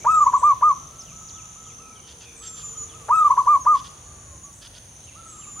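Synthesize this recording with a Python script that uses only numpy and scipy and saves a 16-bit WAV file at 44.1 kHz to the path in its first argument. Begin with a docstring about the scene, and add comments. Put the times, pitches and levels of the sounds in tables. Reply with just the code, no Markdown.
"""In a grove, a dove close to a stereo pair gives the same rolling five-note coo twice: a sine with faint
overtones and puffs of air, followed by short echoes from nearby surfaces. Farther off, other doves coo as
arched sines; small birds whistle and chirp as gliding sines and rasp as noisy pulses through resonances.
Cricket, cicada and katydid are throbbing bands of noise; noise in half-octave bands makes rumble and hiss."""
import sys
import numpy as np
from scipy import signal
from scipy.io import wavfile
from scipy.ndimage import uniform_filter1d

SR = 44100
rng = np.random.default_rng(int(sys.argv[2]) if len(sys.argv) > 2 else 0)


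def rack_gain(trim_db):
    """Turn a fader trim in dB into the linear factor to multiply a signal by."""
    fader = np.asarray(trim_db, float)
    return 10 ** (fader / 20)


def master_out(mix):
    """Clip the mix to full scale and print it as 16-bit PCM to the path in sys.argv[1]."""
    frames = np.transpose(np.atleast_2d(mix))
    ceiling = np.clip(frames, -1, 1)
    pcm = np.round(ceiling * 32767).astype(np.int16)
    wavfile.write(sys.argv[1], SR, pcm)


N = 246959   # length in samples

# Near dove, opening note, which rolls and breaks once: start_s [s], pitch_hz [Hz], level_db [dB]
OPENING = [(.044, 874, -48.5), (.053, 884, -27.5), (.07, 994, -12.5), (.078, 1182, -16.5),
           (.095, 1257, -15), (.12, 1304, -11.5), (.132, 1267, -15), (.15, 1283, -10), (.17, 1248, -16),
           (.188, 1226, -16.5), (.2, 1176, -27), (.208, 1168, -14), (.222, 1209, -12.5),
           (.236, 1136, -13.5), (.243, 1089, -17.5), (.248, 984, -53)]
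# Near dove, the four notes that follow: start_s [s], length_s [s], top_hz [Hz], end_hz [Hz], level_db [dB],
# mid_slack_db [dB], end_level_db [dB]
COO_NOTES = [(.267, 0.024, 1135, 1035, -10.5, 0, -19.5), (0.339, 0.029, 1154, 1058, -12, 0.7, -15),
             (.434, 0.088, 1211, 1083, -12.5, 2.1, -11.5), (.627, 0.089, 1240, 1093, -12.5, 4.5, -13)]
REPEAT_S = 3.04   # the phrase returns after this long
ONSET_HZ, FLICK_S, FLICK_SHARE = 983, 0.0059, 0.95   # a note opens low and flicks up to this share of its top
TOP_AT = 0.4   # after the flick, the top comes at this share of what is left
ATTACK_S, ATTACK_DB = 0.0075, 18   # the step into a note
RELEASE_S, RELEASE_DB, RELEASE_SAG_HZ = 0.0067, 5.5, 59.7   # the step out of it
SILENCE_DB = -50
# Overtones of the near dove, before effort and tension: multiple [of the pitch], level_db [dB]
OVERTONES = [(2, -40.5), (3, -49), (4, -46), (5, -54), (6, -32), (7, -53), (8, -51), (9, -56), (10, -47),
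             (11, -54)]
# Air that escapes as a note starts: centre_s [s], level_db [dB]
PUFFS = [(.051, -29.5), (0.257, -46.5), (.331, -34), (0.422, -39), (.616, -37.5)]
# Direct sound and early echoes at the two microphones: left_ms [ms], left_db [dB], right_ms [ms], right_db [dB]
ECHOES = [(0.0, 0.0, -0.0, -1.5), (5.01, -13.2, 4.2, -7.0), (8.09, -11.8, 8.13, -16.2),
          (15.46, -15.8, 15.43, -18.1), (25.32, -23.7, 25.34, -21.5), (34.13, -30.2, 34.1, -27.5),
          (43.73, -29.9, 43.74, -29.5), (53.62, -25.7, 53.61, -25.3)]
RIGHT_LAG_MS = 0.055   # added to every right_ms
GROVE_T60_S = 0.7

# Far doves, arched notes: start_s [s], length_s [s], top_hz [Hz], end_hz [Hz], level_db [dB]
FAR_COOS = [(0.69, 0.18, 1334, 1316, -56), (0.899, 0.18, 1327, 1307, -57), (.96, 0.055, 1155, 1135, -50.5),
            (1.111, 0.093, 1302, 1295, -52.5), (1.205, 0.046, 1308, 1220, -47),
            (1.33, 0.088, 1302, 1296, -52), (1.429, 0.038, 1305, 1220, -48.5),
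            (1.552, 0.1, 1306, 1305, -53), (1.659, 0.045, 1316, 1200, -49), (1.782, .11, 1312, 1277, -52.5),
            (1.893, 0.044, 1317, 1214, -50.5), (2.399, .21, 1323, 1212, -53),
            (2.63, 0.046, 1220, 1189, -51.5), (2.728, 0.12, 1292, 1135, -49.5),
            (2.922, .13, 1293, 1092, -49.5), (4.04, 0.33, 1208, 1024, -57), (4.425, 0.09, 1150, 1120, -56),
            (5.149, 0.23, 1350, 1195, -50), (5.387, 0.047, 1230, 1127, -43.5),
            (5.463, 0.05, 1223, 1150, -48), (5.556, 0.11, 1303, 1250, -48)]
SCOOP = 0.8   # a far coo starts at this share of its top pitch
# A deeper far dove: start_s [s], length_s [s], start_hz [Hz], end_hz [Hz], level_db [dB]
DEEP_COOS = [(1.59, 0.32, 471, 467, -69), (2.071, 0.16, 495, 445, -64.5), (2.25, .37, 466, 459.5, -60),
             (2.661, 0.43, 452, 458.6, -58), (2.96, .08, 460, 542, -60.5), (4.224, 0.15, 576, 566, -62)]

# Whistles that fall ever more slowly and swell: start_s [s], length_s [s], start_hz [Hz],
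# level_db [dB, before the onset, swell and closing dips]
WHISTLES = [(2.35, 0.401, 8886, -33.5), (5.236, 0.43, 8840, -37.5)]
WHISTLE_KNEE_S, WHISTLE_FALL = 0.0105, 0.066   # time scale and exponent of the falling pitch
WHISTLE_SWELL_DB_PER_S, WHISTLE_ATTACK_S = 31, 0.028
# Whistles that end in a downward hook, one list each: time_s [s], pitch_hz [Hz], level_db [dB]
HOOKS = [
    [(.13, 7750, -54), (.16, 7450, -40.5), (.23, 7020, -38.5), (.255, 6600, -38), (.28, 5700, -50)],
    [(2.762, 7000, -44), (2.78, 6960, -33.5), (2.852, 6880, -40.5), (2.89, 6400, -52)],
]
# Near, clean falling chips: start_s [s], length_s [s], start_hz [Hz], end_hz [Hz], level_db [dB],
# bend [exponent: over 1 holds the pitch and drops late]
CHIPS = [(.985, 0.041, 6380, 4600, -37, 1.9), (1.28, .03, 6670, 2460, -44.5, 0.93),
         (2.462, 0.034, 6700, 5000, -39, 1.1), (3.6, 0.051, 6590, 5270, -37, 3.8),
         (4.43, .045, 6800, 5685, -40.5, 2.8), (5.04, 0.029, 7700, 7260, -51.5, 1.05)]
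CHIP_ECHO_MS, CHIP_ECHO_DB = 16, -10.5
# Far chirps and peeps: start_s [s], length_s [s], start_hz [Hz], end_hz [Hz], level_db [dB],
# bend [exponent: under 1 moves early and levels out]
CHIRPS = [(.005, 0.1, 2230, 2600, -51, 1.1), (1.325, .035, 3450, 3600, -51, 1.1),
          (1.7, .04, 3200, 3500, -54, 1.1), (1.055, .07, 3490, 2196, -51, .8),
          (1.355, 0.082, 3920, 1870, -52, 0.64), (1.65, 0.082, 3510, 1930, -50.5, 1.1),
          (1.8, 0.25, 2710, 2200, -56.5, .5), (1.955, 0.052, 3270, 2710, -51, 1.1),
          (2.03, 0.057, 3080, 3030, -50, 0.93), (2.21, 0.18, 2960, 2350, -51.5, 0.22),
          (2.25, 0.093, 3550, 3490, -56, .4), (2.48, 0.083, 3450, 3380, -55, 0.93),
          (2.57, .075, 3430, 2220, -52.5, 1.6), (2.66, 0.18, 3500, 3070, -59.5, .4),
          (2.89, 0.081, 3524, 2297, -49, 1.04), (3.22, 0.076, 3720, 2205, -54, 1.17),
          (4.03, .25, 4457, 4380, -65, 0.44), (5.065, .065, 3130, 1950, -49, 1.1),
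          (5.41, 0.048, 3160, 2154, -48.5, 1.15)]
# Hoarse rasps of a small bird: start_s [s], level_db [dB], length_s [s]
RASPS = [(2.06, -49.5, 0.072), (2.193, -51, 0.066), (2.414, -47.5, 0.076), (2.551, -49, 0.081),
         (3.736, -46.5, 0.076), (3.83, -47, .06), (4.607, -46.5, 0.074), (4.731, -47.5, 0.061)]
# Resonances of its throat: centre_hz [Hz], width_hz [Hz], level_db [dB]
RASP_THROAT = [(3340, 570, -4.5), (4500, 520, -10.5), (4960, 600, -17), (1660, 510, -15)]

# Cricket level: time_s [s], level_db [dB]
CRICKET = [(0.0, -43), (0.43, -42), (0.95, -47.5), (1.46, -44), (1.78, -47.5), (2.26, -49.5), (2.7, -48.5),
           (3.09, -48.5), (3.51, -49.5), (3.63, -49), (4.54, -51.5), (5.15, -53), (5.6, -54)]
# Cicada buzz, which swells and stops short: time_s [s], level_db [dB], centre_hz [Hz]
CICADA = [(0, -48.5, 6900), (.375, -45.5, 6900), (.39, -60, 6900), (.85, -58, 6800), (1.25, -47, 6850),
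          (1.725, -48.5, 6950), (1.74, -64, 6950), (1.95, -61.5, 6950), (2.5, -51, 6950), (3.0, -50, 6900),
          (3.4, -58, 6820), (3.9, -51.5, 6800), (4.2, -49, 6800), (4.51, -53.5, 6800), (4.7, -57.5, 6500),
          (5.32, -47.5, 6600), (5.35, -52.5, 6700), (5.6, -50.5, 6700)]
# Broad sputters as the buzz drops: start_s [s], level_db [dB], length_s [s]
SPUTTERS = [(0.378, -47, 0.1), (4.53, -51.5, 0.097)]
# High katydid: time_s [s], level_db [dB, before pulsing], pulse_depth [0-1]
KATYDID = [(0.0, -61.5, 0.5), (0.98, -59.5, 0), (2.46, -56.5, 0.23), (3.06, -54.5, 0.37), (3.32, -57, 0.2),
           (5.51, -55, 0.3), (5.6, -55.5, 0.3)]
# Spectrum of the air, relative: frequency_hz [Hz], level_db [dB per Hz]
AIR = [(25, -20.5), (60, 1), (130, -1), (250, -11.5), (500, -15.5), (1000, -15), (2000, -23.5), (3200, -21),
       (4500, -26.5), (5400, -27), (8200, -26), (11000, -32), (13000, -36), (15500, -39)]
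# Level of the air: time_s [s], level_db [dB]
AIR_LEVEL = [(0.0, -44), (0.65, -46.5), (0.83, -47), (1.11, -47.5), (1.89, -50), (2.37, -49.5), (2.92, -46),
             (3.46, -45.5), (4.29, -49), (4.87, -49.5), (5.1, -49.5), (5.6, -48)]
# How alike the air is at the two microphones: frequency_hz [Hz], likeness [0-1]
LIKENESS = [(25, .999), (60, 0.99), (125, 1), (250, 0.84), (1000, 0.21), (3000, 0.33), (8000, 1),
            (14000, 0.6)]


def dove():
    """A sine from the inflated crop, faint overtones, a puff of air at each start, then the echoes."""
    t = np.arange(N) / SR
    rows = phrase_rows()
    hz, level_db = in_time(rows)
    sounding = (t > rows[0][0]) & (t < rows[-1][0])
    # membranes cannot change at once
    inertia = np.hanning(110) / np.hanning(110).sum()
    hz = np.convolve(hz, inertia, "same")
    gain = np.convolve(rack_gain(level_db) * sounding, inertia, "same")
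    phase = 2 * np.pi * np.cumsum(hz) / SR

    tension_db = 0.003 * (hz - 1250)   # tighter membranes sing higher and brighter
    effort = gain / rack_gain(-14)   # overtones grow with loudness
    overtones = 0
    for k, db in OVERTONES:
        overtone_gain = rack_gain(db + k * tension_db + 3.5 * drift(45.03))
        overtones = overtones + overtone_gain * np.sin(k * phase)
    tone = np.sin(phase) + effort * overtones

    puff = sum(rack_gain(db) * np.exp(-((t - s) / 0.006) ** 2) for s, db in PUFFS)
    breath_noise = rms_one(band(rng.standard_normal(N), 540, 1380))
    breath = (puff + rack_gain(-34) * gain) * breath_noise
    phrase = np.sqrt(2) * rack_gain(0.26) * gain * tone + breath
    voice = phrase + later(phrase, 1000 * REPEAT_S)

    left = sum(rack_gain(db) * later(voice, ms) for ms, db, _, _ in ECHOES)
    right = sum(rack_gain(db) * later(voice, ms + RIGHT_LAG_MS) for _, _, ms, db in ECHOES)
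    return np.array([left, right]) + rack_gain(-24) * grove(voice)


def phrase_rows():
    """Opening note, then each note as step in, flick up, arch, step out: rows (s, Hz, dB)."""
    rows = list(OPENING)
    u = np.linspace(0, 1, num=7)
    up = np.clip(1 - u / TOP_AT, 0, 1)
    down = np.clip((u - TOP_AT) / (1 - TOP_AT), 0, 1)
    for s, length, top, end, db, slack_db, end_db in COO_NOTES:
        hz = top - top * (1 - FLICK_SHARE) * up ** 2 - (top - end) * down ** 1.6
        level_db = db + (end_db - db) * u - slack_db * np.sin(np.pi * u)
        rows += [(s - 2 * ATTACK_S, ONSET_HZ, SILENCE_DB),
                 (s - ATTACK_S, ONSET_HZ, db - ATTACK_DB),
                 (s, ONSET_HZ, db)]
        rows += zip(s + FLICK_S + (length - FLICK_S) * u, hz, level_db)
        rows += [(s + length + RELEASE_S, end - RELEASE_SAG_HZ, end_db - RELEASE_DB),
                 (s + length + 2 * RELEASE_S, end - RELEASE_SAG_HZ, SILENCE_DB)]
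    return rows


def far_doves():
    """Arched notes scoop up and sag, deeper ones glide; distance adds scatter."""
    arches = []
    for s, length, top, end, db in FAR_COOS:
        arches.append([(s, SCOOP * top, db - 3),
                       (s + min(0.2 * length, 0.025), 0.97 * top, db),
                       (s + min(0.33 * length, 0.06), top, db),
                       (s + 0.75 * length, top - 0.55 * (top - end), db - 3.5),
                       (s + length, end, db)])
    # a bend of 1 is a straight glide; a negative fall ends louder
    deep = glides([(*coo, 1) for coo in DEEP_COOS], peak_at=0.4, rise_db=0, fall_db=-1)
    coos = notes(arches, fade_s=0.0095, octave_db=-38.5) + notes(deep, fade_s=0.018, octave_db=-32)
    coos = coos * (0.95 + 0.4 * drift(60))   # the roll in their voices
    return coos * rack_gain([[-1.5], [1.5]]) + rack_gain(-2.5) * grove(coos)


def small_birds():
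    """Gliding near-sines: whistles are beaded, chips near and clean, chirps far, rough and smeared."""
    whistles = notes(long_whistles() + HOOKS, fade_s=0.012, octave_db=-42)
    whistles = whistles * rack_gain(4 * drift(90))   # the beading
    chips = notes(glides(CHIPS, peak_at=0.3, rise_db=7, fall_db=10), fade_s=0.0036, octave_db=-42.5)
    chips = chips + rack_gain(CHIP_ECHO_DB) * later(chips, CHIP_ECHO_MS)
    near = whistles + chips
    chirps = notes(glides(CHIRPS, peak_at=0.27, rise_db=-0.5, fall_db=7), fade_s=0.0029, octave_db=-39)
    chirps = chirps * (0.4 + 0.65 * drift(350))   # leaves in the path make the level flutter
    near_pair = near * rack_gain([[-0.4], [0.4]]) + rack_gain(-14) * grove(near)
    far_pair = chirps * rack_gain([[-1.2], [1.2]]) + rack_gain(-2) * grove(chirps)
    return near_pair + far_pair


def long_whistles():
    """Pitch falls as a power of time while the level swells, then dips at the very end."""
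    tables = []
    for s, length, start, db in WHISTLES:
        t = length * np.linspace(0, 1, num=41) ** 2
        onset_db = -13.9 * np.exp(-t / WHISTLE_ATTACK_S)
        swell_db = -WHISTLE_SWELL_DB_PER_S * (length - t)
        closing_db = -13 * np.exp((t - length) / 0.02)
        hz = start * (1 + t / WHISTLE_KNEE_S) ** -WHISTLE_FALL
        tables.append(np.transpose([s + t, hz, db + onset_db + swell_db + closing_db]))
    return tables


def rasps():
    """A shaky pulse train, half buried in breath noise, rises through each rasp and rings the throat."""
    t, gate, rise = np.arange(N) / SR, np.zeros(N), np.zeros(N)
    for s, level_db, length in RASPS:
        # 20 ms in, 8 ms out
        gate += rack_gain(level_db) * np.clip(np.minimum((t - s) / 0.02, (s + length - t) / 0.008), 0, 1)
        rise += np.where((t > s) & (t < s + length), (t - s) / length, 0)
    pulse_hz = 430 * (1 + 0.16 * rise + 0.03 * drift(150))
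    cycle = np.cumsum(pulse_hz) / SR % 1
    breath = np.exp(-cycle / 0.35) * rng.standard_normal(N)
    source = breath + 1.6 * np.exp(-cycle / 0.04)
    throat = sum(rack_gain(db) * resonance(source, hz, width) for hz, width, db in RASP_THROAT)
    voice = gate * rms_one(band(throat, 900, 8900))
    return voice * rack_gain([[-1.5], [1.5]]) + rack_gain(-6.5) * grove(voice)


def cricket():
    """Wing strokes: resonant noise pulsed at about 27 a second and at twice and three times that rate."""
    level_db, = in_time(CRICKET)
    turn = 2 * np.pi * np.cumsum(27.4 * (1 + 0.0067 * drift(2.8))) / SR
    strokes = 1 + 0.15 * np.cos(turn) + 0.22 * np.cos(2 * turn) + 0.17 * np.cos(3 * turn + 0.37)
    wing = resonance(band(spread(0.44), 5713, 6570), 6200, 370)
    return rack_gain(level_db + 2.3 * drift(8)) * rms_one(wing * strokes)


def cicada():
    """Tymbal ring throbbing about 156 times a second; its centre slides with the insect's posture."""
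    level_db, hz = in_time(CICADA)
    narrow = signal.butter(2, 150, fs=SR, output="sos")   # Hz, half the width of the ring
    ring = signal.sosfilt(narrow, spread(1.0) + 1j * spread(0.77))
    carrier = np.exp(2j * np.pi * np.cumsum(hz) / SR)   # moves the ring up to its centre
    buzz = np.real(ring * carrier) * (0.43 + throb(156, power=2))
    return rack_gain(level_db + 1.1 * drift(10)) * rms_one(buzz)


def sputters():
    """A short dying burst of broad, flickering treble noise."""
    t, gate = np.arange(N) / SR, np.zeros(N)
    for s, db, length in SPUTTERS:
        dying_db = db - 4.8 * np.clip((t - s) / length, 0, 1)
        gate += rack_gain(dying_db) * ((t > s) & (t < s + length))
    hiss = rms_one(band(spread(0.87), 6900, 8500))
    return uniform_filter1d(gate, size=400) * rack_gain(3.2 * drift(90)) * hiss


def katydid():
    """A broad high hiss pulsed about 122 times a second, to a changing depth."""
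    level_db, depth = in_time(KATYDID)
    depth = np.clip(depth, 0, 1)
    pulses = 1 - depth + 2.2 * depth * throb(122.3, power=2.1)
    return rack_gain(level_db) * rms_one(band(spread(0.95), 8830, 10120)) * pulses


def air():
    """Far rumble and leaf hiss in half-octave bands, each with its own flicker and likeness."""
    out = 0
    edges_hz = 22 * 2 ** np.arange(0, 9.6, 0.5)
    white = rng.standard_normal((2, 2, N))   # neighbouring bands take different noises
    for k, (low, high) in enumerate(zip(edges_hz, edges_hz[1:])):
        half_octave = signal.butter(2, [low, high], "band", fs=SR, output="sos")
        mid, side = signal.sosfilt(half_octave, white[k % 2])
        hz = np.sqrt(low * high)
        gain = rack_gain(at_hz(AIR, hz) + 2 * drift(3.7))
        out = out + gain * pair(mid, side, at_hz(LIKENESS, hz))
    level_db, = in_time(AIR_LEVEL)
    return rack_gain(level_db) * rms_one(out)


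def grove(x):
    """Scatter from trunks and leaves: decaying noise after 30 ms, another draw on each side."""
    t = np.arange(SR // 2) / SR
    tail = rng.standard_normal((2, len(t))) * rack_gain(-60 * t / GROVE_T60_S) * (t > 0.03)
    tail = tail / np.sqrt(np.sum(tail ** 2, axis=1, keepdims=True))
    return signal.fftconvolve(x[None], tail, axes=1)[:, :N]


def notes(tables, fade_s, octave_db):
    """Near-sine notes that follow their tables (s, Hz, dB) and fade in and out."""
    out, t = np.zeros(N), np.arange(N) / SR
    for rows in tables:
        hz, level_db = in_time(rows)
        phase = 2 * np.pi * np.cumsum(hz) / SR
        gate = np.clip(np.minimum(t - rows[0][0], rows[-1][0] - t) / fade_s, 0, 1)
        tone = np.sin(phase) + rack_gain(octave_db) * np.sin(2 * phase)
        out += np.sqrt(2) * rack_gain(level_db) * gate * tone
    return out


def glides(calls, peak_at, rise_db, fall_db):
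    """Calls slide from start to end pitch; the level starts rise_db and ends fall_db below its middle."""
    u = np.linspace(0, 1, num=21)
    shape_db = np.interp(u, [0, peak_at, 1], [-rise_db, 0, -fall_db])
    return [np.transpose([s + length * u, start + (end - start) * u ** bend, db + shape_db])
            for s, length, start, end, db, bend in calls]


def throb(per_s, power):
    """A raised cosine narrowed by a power, at a slightly wandering rate."""
    phase = 2 * np.pi * np.cumsum(per_s * (1 + 0.011 * drift(2.1))) / SR
    return (0.5 + 0.5 * np.cos(phase)) ** power


def resonance(x, hz, width_hz):
    """Two-pole resonance with a peak gain of about 1."""
    r = np.exp(-np.pi * width_hz / SR)
    poles = [1, -2 * r * np.cos(2 * np.pi * hz / SR), r * r]
    return signal.lfilter([(1 - r * r) / 2, 0, (r * r - 1) / 2], poles, x)


def band(x, low_hz, high_hz):
    """Steep band-pass."""
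    return signal.sosfilt(signal.butter(3, [low_hz, high_hz], "band", fs=SR, output="sos"), x)


def pair(mid, side, alike):
    """Left and right from two noises, alike to the given degree (0-1)."""
    alike = np.clip(alike, 0, 1)
    return np.sqrt(1 + alike) * mid + np.sqrt(1 - alike) * side * [[1], [-1]]


def spread(alike):
    """White noise on left and right, alike to the given degree."""
    mid, side = rng.standard_normal((2, N))
    return pair(mid, side, alike)


def drift(rate):
    """Random values of spread 1, rate of them a second, joined by straight lines."""
    points = int(rate * N / SR) + 2
    return np.interp(np.linspace(0, points - 1, N), np.arange(points), rng.standard_normal(points))


def later(x, ms):
    """Delay by interpolated reading."""
    return np.interp(np.arange(N) - ms * SR / 1000, np.arange(N), x, left=0)


def in_time(rows):
    """Table columns as curves over time."""
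    s, *columns = np.transpose(rows)
    return [np.interp(np.arange(N) / SR, s, c) for c in columns]


def at_hz(points, hz):
    """Read a spectrum on a log frequency axis."""
    points_hz, values = np.transpose(points)
    return np.interp(np.log(hz), np.log(points_hz), values)


def rms_one(x):
    """Scale to rms 1."""
    return x / np.sqrt(np.mean(x ** 2) + 1e-20)


def scene():
    """All voices over the insects and the air."""
    insects = cricket() + cicada() + sputters() + katydid()
    return dove() + far_doves() + small_birds() + rasps() + insects + air()


def roll_off(x):
    """The treble ends steeply here."""
    return signal.sosfilt(signal.butter(12, 15620, fs=SR, output="sos"), x)


def record(dry):
    """The finished mix as it is kept."""
    return roll_off(dry)


dry = scene()
out = record(dry)
master_out(out)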